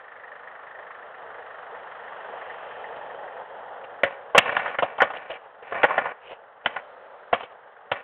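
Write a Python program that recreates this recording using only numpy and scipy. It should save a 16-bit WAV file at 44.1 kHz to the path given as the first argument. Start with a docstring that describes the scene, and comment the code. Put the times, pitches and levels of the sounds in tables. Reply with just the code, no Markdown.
"""Missed flip trick on a residential street

Close by, a wooden skateboard pops, slams on the asphalt, skids and clatters among scuffing shoes; it is
kicked over, picked up with its wheels spinning and dropped on them. House fronts return a thin echo.
Behind it a diesel car crawls past, about five metres off at its nearest. Heard from a small camera on
the ground, through a narrow-band microphone that overloads on the hardest slam."""
import sys
import numpy as np
from scipy import signal
from scipy.fft import rfft, irfft, next_fast_len
from scipy.io import wavfile
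from scipy.ndimage import uniform_filter1d

SR = 44100
rng = np.random.default_rng(int(sys.argv[2]) if len(sys.argv) > 2 else 0)


def waveform_to_disk(signal):
    """Save audio, clipped to [-1, 1], as 16-bit WAV at the path in sys.argv[1]."""
    frames = np.transpose(np.atleast_2d(signal))
    scaled = np.clip(frames, -1, 1) * 32767
    samples = np.round(scaled).astype(np.int16)
    wavfile.write(sys.argv[1], SR, samples)


N = 354123
TIME = np.arange(N) / SR

# blows on the board: t/s, level/dB, brightness/dB, flat slap/dB, hollow knock/dB, contact/s
BLOWS = [(4.034, -16.5, -1, 1, -13.5, .0013), (4.3473, -19, -3.5, 3.5, 3.5, .0075),
         (4.3773, -14, 1, 2.5, 0, .004), (4.38, -8, 9.5, 2, -9.5, .0063),
         (4.4929, -31, 3.5, -2, -.5, .0015), (4.566, -21.5, 4, -2, -1.5, .0038),
         (4.595, -30.5, 0.5, -3, -2.5, .002), (4.6589, -31, 2, -4, 2.5, .004),
         (4.679, -32.5, 0, 0, -1.5, .002), (4.7449, -35.5, -1, -3.5, -0.5, .002),
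         (4.786, -22.5, 1.5, -.5, -6, .005), (4.823, -25, -2.5, 7.5, 3.5, .009),
         (4.981, -36, -0.5, 4, 8, .008), (5.0024, -25, 3, -8, 3.5, .006),
         (5.0184, -14, -1.5, -1, -2, 0.0035), (5.102, -36.5, 0.5, 1, 5, .006),
         (5.135, -37.5, -1.5, 1, -1, .005), (5.722, -31, -5.5, 0.5, 0, 0.005),
         (5.8324, -20, 6, -3, -3.5, .0024), (5.8385, -14.5, -3, -0.5, -1.5, 0.0069),
         (5.906, -31.5, -3.5, 1, 8, 0.0045), (5.979, -20, -4, -1, -1, 0.0045),
         (6.055, -31.5, -3, -1, 5.5, .009), (6.6592, -20, 5, .5, -7, 0.0025),
         (6.761, -31, 0, -2.5, 0, 0.006), (7.328, -19.5, -2, 4.5, 0, 0.0084),
         (7.4064, -42.5, 4, 5, 6, .003), (7.431, -39.5, 2, 4, -5, .005),
         (7.9152, -23.5, 2.5, 3, -2.5, .0045)]
# modes of deck and trucks: f/Hz, level/dB, t60/s before a blow or skid shortens it
BOARD_MODES = [(135, -15.5, 0.025), (290, -9.5, 0.074), (502, -6, 0.076), (567, 0, 0.071),
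               (696.5, -3.5, 0.049), (798, 0, 0.062), (938, -2.5, 0.053), (1062.6, -0.5, 0.031),
               (1259, -1, 0.032), (1455, 0.5, 0.065), (1600, -9, 0.051), (1726, -5.5, 0.071),
               (1815, -3.5, 0.069), (2009, -8, 0.042), (2270, -5.5, 0.1), (2635, -6, 0.034),
               (2695, 1, 0.049), (2983, -3, 0.088), (3166, -5.5, 0.053)]
# registers of a blow (thump, body, knock, clack, crack): low f/Hz, high f/Hz, grit re wood/dB
REGISTERS = [(69.5, 360, 6), (480, 780, -2.5), (750, 1250, 0.5), (1330, 2150, -2.5), (2036.5, 3500, 0.5)]
# board sliding on asphalt: t/s, length/s, level/dB, change over the slide/dB, edge scrape re skid/dB
SKIDS = [(4.047, 0.11, -31, -17.5, -14), (4.354, .03, -24.5, -1, -7.5), (4.399, 0.097, -37, 15, -18.5),
         (4.493, 0.26, -27.5, -9.5, -13.5), (4.837, 0.14, -35, -14, -17), (5.027, 0.073, -23.5, -19, -21.5),
         (5.145, 0.15, -37, -10, -14.5), (5.315, 0.052, -44.5, 5.5, -13.5), (5.62, 0.11, -48.5, 8, -12.5),
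         (5.74, .095, -26, -8, -23.5), (5.861, .26, -27.5, -8, -24.5), (6.68, 0.12, -42.5, -3.5, -14.5),
         (7.337, 0.12, -42.5, -6.5, -3.5), (7.929, 0.084, -32.5, -11.5, -12.5)]
# shoes on grit and grip tape: t/s, half-width/s, thud/dB, rasp/dB
SCUFFS = [(2.968, 0.0068, -32.5, -55), (3.845, 0.0069, -36.5, -43), (5.169, 0.01, -36, -38),
          (5.309, 0.0091, -29.5, -43), (5.325, 0.028, -41, -40.5), (5.447, 0.0094, -56, -61),
          (5.631, 0.0062, -41.5, -51), (6.288, .058, -47, -48.5), (6.323, 0.015, -38, -51),
          (6.651, 0.0077, -43.5, -51), (7.522, 0.0071, -47, -57.5)]

# spectral shapes near the microphone: f/Hz, relative level/dB
SLIDING_WOOD = [(40, -26), (130, -14.5), (330, -11.5), (500, -3), (800, -2.5), (1100, 5), (1800, 1.5),
                (2300, -4), (3200, -19.5), (4200, -27)]
EDGE_SCRAPE = [(1200, -24), (2100, -2), (2700, 0.5), (3300, -6), (4200, -10.5)]
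BEARING_WHIRR = [(100, -25), (330, -17), (510, 4.5), (800, -2.5), (1080, -7), (1380, -6.5), (1750, -12),
                 (2200, -19.5), (3200, -23.5)]
SOLE_THUD = [(60, -21.5), (300, -24), (500, 0), (750, -4.5), (1500, -20.5), (3000, -29.5)]
SOLE_RASP = [(600, -27), (1500, -8), (2300, -2), (2850, 1), (3300, -8.5), (4200, -19.5)]
# spectral shapes of the car, out on the road: f/Hz, relative level/dB
ROAD_RUSH = [(30, -36), (90, -19), (200, -17.5), (330, -16.5), (470, 3), (850, 4), (1150, -6.5),
             (1700, -9.5), (2300, -28), (3200, -23), (4200, -33)]
DIESEL_KNOCK = [(200, -25), (500, -12), (800, -5.5), (1150, 4.5), (1500, 2), (1900, -1), (2300, -14.5),
                (3100, -15.5), (4200, -23)]
BLOCK_RING = [(1300, -29), (1650, -7.5), (1820, 2.5), (1950, -5.5), (2150, -15.5), (3000, -37)]
TREAD_CRACKLE = [(1200, -14), (1900, -3.5), (2500, 4.5), (3100, 5), (4200, -16)]


def clatter(ring_scale=.75, halving_db=11.5):
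    """Pop, slam and bounces. Hard contact trades body for crack and dies sooner; a flat slap thumps."""
    out = np.zeros(N)
    grit_noise = [band(rng.standard_normal(SR), lo, hi) for lo, hi, _ in REGISTERS]
    for start_s, db, bright_db, slap_db, knock_db, contact_s in BLOWS:
        thump, body = slap_db - 19, slap_db - bright_db - 3
        clack, crack = -slap_db - 1, slap_db + bright_db - 10
        levels_db = db + np.array([thump, body, knock_db, clack, crack])
        decay_scale = ring_scale * 2 ** (-max(bright_db, 0) / halving_db)
        add(out, start_s, blow(levels_db, contact_s, decay_scale, grit_noise))
    return out


def blow(levels_db, contact_s, decay_scale, grit_noise, rise_share=0.22, window_s=0.015):
    """Wood rings and grit crunches while the edge bears on the asphalt, then both die away."""
    t = np.arange(SR // 8) / SR
    rise = 1 - np.exp(-t / (rise_share * contact_s))
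    crunch = fade(np.maximum(t - contact_s, 0), 0.1 * decay_scale)
    start = rng.integers(SR // 2)
    out = 0
    for (lo, hi, grit_db), grit, db in zip(REGISTERS, grit_noise, levels_db):
        modes = [mode for mode in BOARD_MODES if lo <= mode[0] < hi]
        wood = board_ring(t, modes, decay_scale, contact_s) * rise
        part = unit(wood) + amp(grit_db) * unit(grit[start:start + len(t)] * crunch * rise)
        # the level sets the energy, however long the ring
        out = out + amp(db) * part / np.sqrt(np.sum(part ** 2) / (window_s * SR))
    return out


def board_ring(t, modes, decay_scale, held_s=0, scatter_db=4.0, detune=0.016):
    """The board's modes, driven for held_s, then free; where it is struck sets their shares and signs."""
    free_s = np.maximum(t - held_s, 0)
    out = 0
    for hz, db, t60 in modes:
        side, share, shift = rng.standard_normal(3)
        tone = np.sin(2 * np.pi * hz * (1 + detune * shift) * t)
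        out = out + np.sign(side) * amp(db + scatter_db * share) * tone * fade(free_s, t60 * decay_scale)
    return out


def skid(grains_per_s=1300, judder_db=1.0, attack_s=0.0091, release_t60_s=0.041):
    """Asphalt grains catch on the sliding board and ring it; a bare edge adds a bright scrape."""
    slide, edge = np.zeros(N), np.zeros(N)
    for start_s, length_s, db, change_db, edge_db in SKIDS:
        release = fade(np.maximum(TIME - start_s - length_s, 0), release_t60_s)
        force = ramp(start_s, attack_s) * amp(db + change_db * ramp(start_s, length_s)) * release
        slide, edge = np.maximum(slide, force), np.maximum(edge, amp(edge_db) * force)
    catches = grains(grains_per_s, spread_db=4) * amp(judder_db * walk(110))
    t = np.arange(SR // 8) / SR
    ring = board_ring(t, BOARD_MODES, decay_scale=0.32, scatter_db=-3.5, detune=0.0034)
    rung = signal.oaconvolve(catches, ring)[:N]
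    wood = steady(colour(unit(rung) + unit(catches), SLIDING_WOOD))
    return slide * wood + edge * steady(colour(catches, EDGE_SCRAPE))


def flight(start_s=4.04, end_s=4.34, hz=550, db=-39, t60=1.1):
    """With nothing to damp it, the deck hums while it flips through the air."""
    t = np.arange(int((end_s - start_s) * SR)) / SR
    hum = amp(db) * np.sin(2 * np.pi * hz * t) * fade(t, t60)
    out = np.zeros(N)
    add(out, start_s, hum * signal.windows.tukey(len(t), .1))
    return out


def wheels(start_s=6.67, length_s=0.77, edge_s=0.0091, db=-47, slowing_db_per_s=5):
    """While the board is carried its wheels spin freely and the bearings' whirr runs down."""
    spinning = ramp(start_s, edge_s) - ramp(start_s + length_s, edge_s)
    return spinning * amp(db - slowing_db_per_s * (TIME - start_s)) * noise(BEARING_WHIRR)


def shoes():
    """Steps near the microphone, each a soft thud of the sole with a rasp of grit."""
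    thud = steady(noise(SOLE_THUD))
    rasp = steady(colour(grains(1000, spread_db=2.5), SOLE_RASP))
    out = np.zeros(N)
    for at_s, width_s, thud_db, rasp_db in SCUFFS:
        near = slice(int((at_s - .2) * SR), int((at_s + .2) * SR))
        pressure = np.exp(-((TIME[near] - at_s) / width_s) ** 2)
        out[near] += pressure * (amp(thud_db) * thud[near] + amp(rasp_db) * rasp[near])
    return out


def car(drive_hz=25.44, idle_hz=22.5, sag_hz_per_s=1.2, ease_s=0.92, load_db=7.5):
    """Diesel firings knock and ring the engine block; tyres and fan rush underneath."""
    # the driver eases off: the block rings less and the engine slows toward idle
    load = 1 - ramp(ease_s, 0.18)
    firing_hz = np.maximum(drive_hz - sag_hz_per_s * np.maximum(TIME - ease_s, 0), idle_hz)
    firings = np.cumsum(firing_hz) / SR + 0.028 * walk(27)  # slightly uneven timing
    pulse = knocks(firings, scatter_db=1.5, lope_db=-0.5, floor=0.58)
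    block_pulse = knocks(firings, scatter_db=3.0, lope_db=1.0, floor=0.027)
    ring = block_pulse * steady(noise(BLOCK_RING), window_s=0.012)
    throb, flicker = unit(1 + .15 * pulse), 1.44
    rush = noise(ROAD_RUSH) * throb * amp(flicker * walk(15))
    road = drive_by(-37.5, -38, -41) * rush
    diesel = drive_by(-36.5, -50.5, -44.5) * pulse * noise(DIESEL_KNOCK)
    block = drive_by(-46.5, -50, -62) * amp(load_db * load) * ring
    pull_away = amp(4.5 * ramp(6.4, 0.86))  # louder as it pulls away down the street
    return (road + diesel + block) * pull_away


def knocks(firings, scatter_db, lope_db, floor, rise=.08, decay=.28):
    """A swell at each firing; every other cylinder is stronger and no two firings are alike."""
    phase, count = firings % 1, firings.astype(int)
    strength = amp(scatter_db * rng.standard_normal(512) + lope_db * (-1) ** np.arange(512))[count]
    return unit(floor + strength * (1 - np.exp(-phase / rise)) * np.exp(-phase / decay))


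def drive_by(ahead_db, beside_db, behind_db, passes_s=3.18, speed_m_s=5.86, nearest_m=5.43):
    """Gain at the microphone: it falls with distance and changes as the car shows front, side and rear."""
    along_m = speed_m_s * (TIME - passes_s)
    distance_m = np.hypot(along_m, nearest_m)
    facing_db = np.interp(along_m / distance_m, [-1, 0, 1], [ahead_db, beside_db, behind_db])
    return amp(facing_db) * nearest_m / distance_m


def tyres(loudest_s=2.65, passing_s=0.57, db=-54):
    """The tread crackles over loose grit, heard only while the car is close."""
    crackle = unit(colour(grains(5000, spread_db=2.8), TREAD_CRACKLE))
    return amp(db) / (1 + ((TIME - loudest_s) / passing_s) ** 2) * crackle


def street(x, build_s=0.013, t60=0.49, db=-25):
    """House fronts and hedges return a thin, scattered echo."""
    t = np.arange(SR) / SR
    scatter = band(rng.standard_normal(len(t)), 300, 3900, order=1)
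    echo = scatter * fade(t, t60) * np.clip(t / build_s, 0, 1) ** 2
    return x + amp(db) * signal.fftconvolve(x, echo / np.sqrt(np.sum(echo ** 2)))[:N]


def gain_control(x, threshold_db=-16, attack_s=0.005, release_s=0.15, squeeze=0.26, hop=64):
    """The camera turns itself down for a moment after a loud blow."""
    blocks = np.abs(x[:N // hop * hop]).reshape(-1, hop).mean(axis=1)
    level, levels = 0, []
    for block in blocks.tolist():
        level += (block - level) * hop / SR / (attack_s if block > level else release_s)
        levels.append(level)
    envelope = np.interp(np.arange(N) / hop, np.arange(len(levels)) + 1, levels)
    return x * np.maximum(envelope / amp(threshold_db), 1) ** -squeeze


def amp(db):
    """Decibels to gain."""
    return 10 ** (np.asarray(db) / 20)


def unit(x):
    """Scale to rms 1."""
    return x / np.sqrt(np.mean(x ** 2) + 1e-18)


def steady(x, window_s=0.04):
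    """Scale to a running rms of 1, so that only the fine grain is left."""
    return x / np.sqrt(np.abs(uniform_filter1d(x ** 2, int(window_s * SR))) + 1e-12)


def fade(t, t60):
    """Exponential decay that loses 60 dB in t60."""
    return np.exp(-np.log(1000) * t / max(t60, 1e-3))


def ramp(start_s, length_s):
    """Rises from 0 to 1 over length_s."""
    return np.clip((TIME - start_s) / max(length_s, 1e-3), 0, 1)


def colour(x, spectrum):
    """Filter by a spectrum of f/Hz, level/dB."""
    hz, db = np.transpose(spectrum)
    size = next_fast_len(len(x) + SR // 10)
    f = np.fft.rfftfreq(size, 1 / SR) + 1
    return irfft(rfft(x, size) * amp(np.interp(np.log(f), np.log(hz), db)), size)[:len(x)]


def band(x, lo_hz, hi_hz, order=3):
    """Causal band-pass."""
    return signal.sosfilt(signal.butter(order, [lo_hz, hi_hz], "band", fs=SR, output="sos"), x)


def noise(spectrum):
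    """Coloured noise of rms 1."""
    return unit(colour(rng.standard_normal(N), spectrum))


def walk(rate_hz):
    """Smooth random wander."""
    knots = rng.standard_normal(4096)
    return np.interp(TIME * rate_hz, np.arange(len(knots)), knots)


def grains(per_s, spread_db):
    """Random clicks of very unequal size."""
    hit = rng.random(N) < per_s / SR
    return hit * rng.choice([-1, 1], N) * amp(spread_db * np.minimum(rng.exponential(size=N), 4))


def add(out, start_s, x):
    """Mix x into out at start_s."""
    i = int(start_s * SR)
    out[i:i + len(x)] += x[:len(out) - i]


def scene():
    """From the ground, in mono: the skater close by, the car behind."""
    skater = clatter() + flight() + skid() + wheels() + shoes()
    return (street(skater) + car() + tyres())[None]


def record(dry, low_cut_hz=45, roll_off_hz=3190, stop_hz=4820, ceiling=0.67, top_hz=16100):
    """The microphone passes little above 4 kHz; its preamplifier clips the hardest blows."""
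    size = next_fast_len(N + SR // 10)
    f = np.fft.rfftfreq(size, 1 / SR)
    slope = np.clip((f - roll_off_hz) / (stop_hz - roll_off_hz), 0, 1)
    response = (1 - slope) ** 2.1 * f / np.hypot(f, low_cut_hz)
    narrow = irfft(rfft(dry[0], size) * response, size)[:N]
    clipped = np.clip(gain_control(narrow), -ceiling, ceiling)
    return signal.sosfilt(signal.ellip(8, .2, 70, top_hz, fs=SR, output="sos"), clipped)[None]


dry = scene()
out = record(dry)
waveform_to_disk(out)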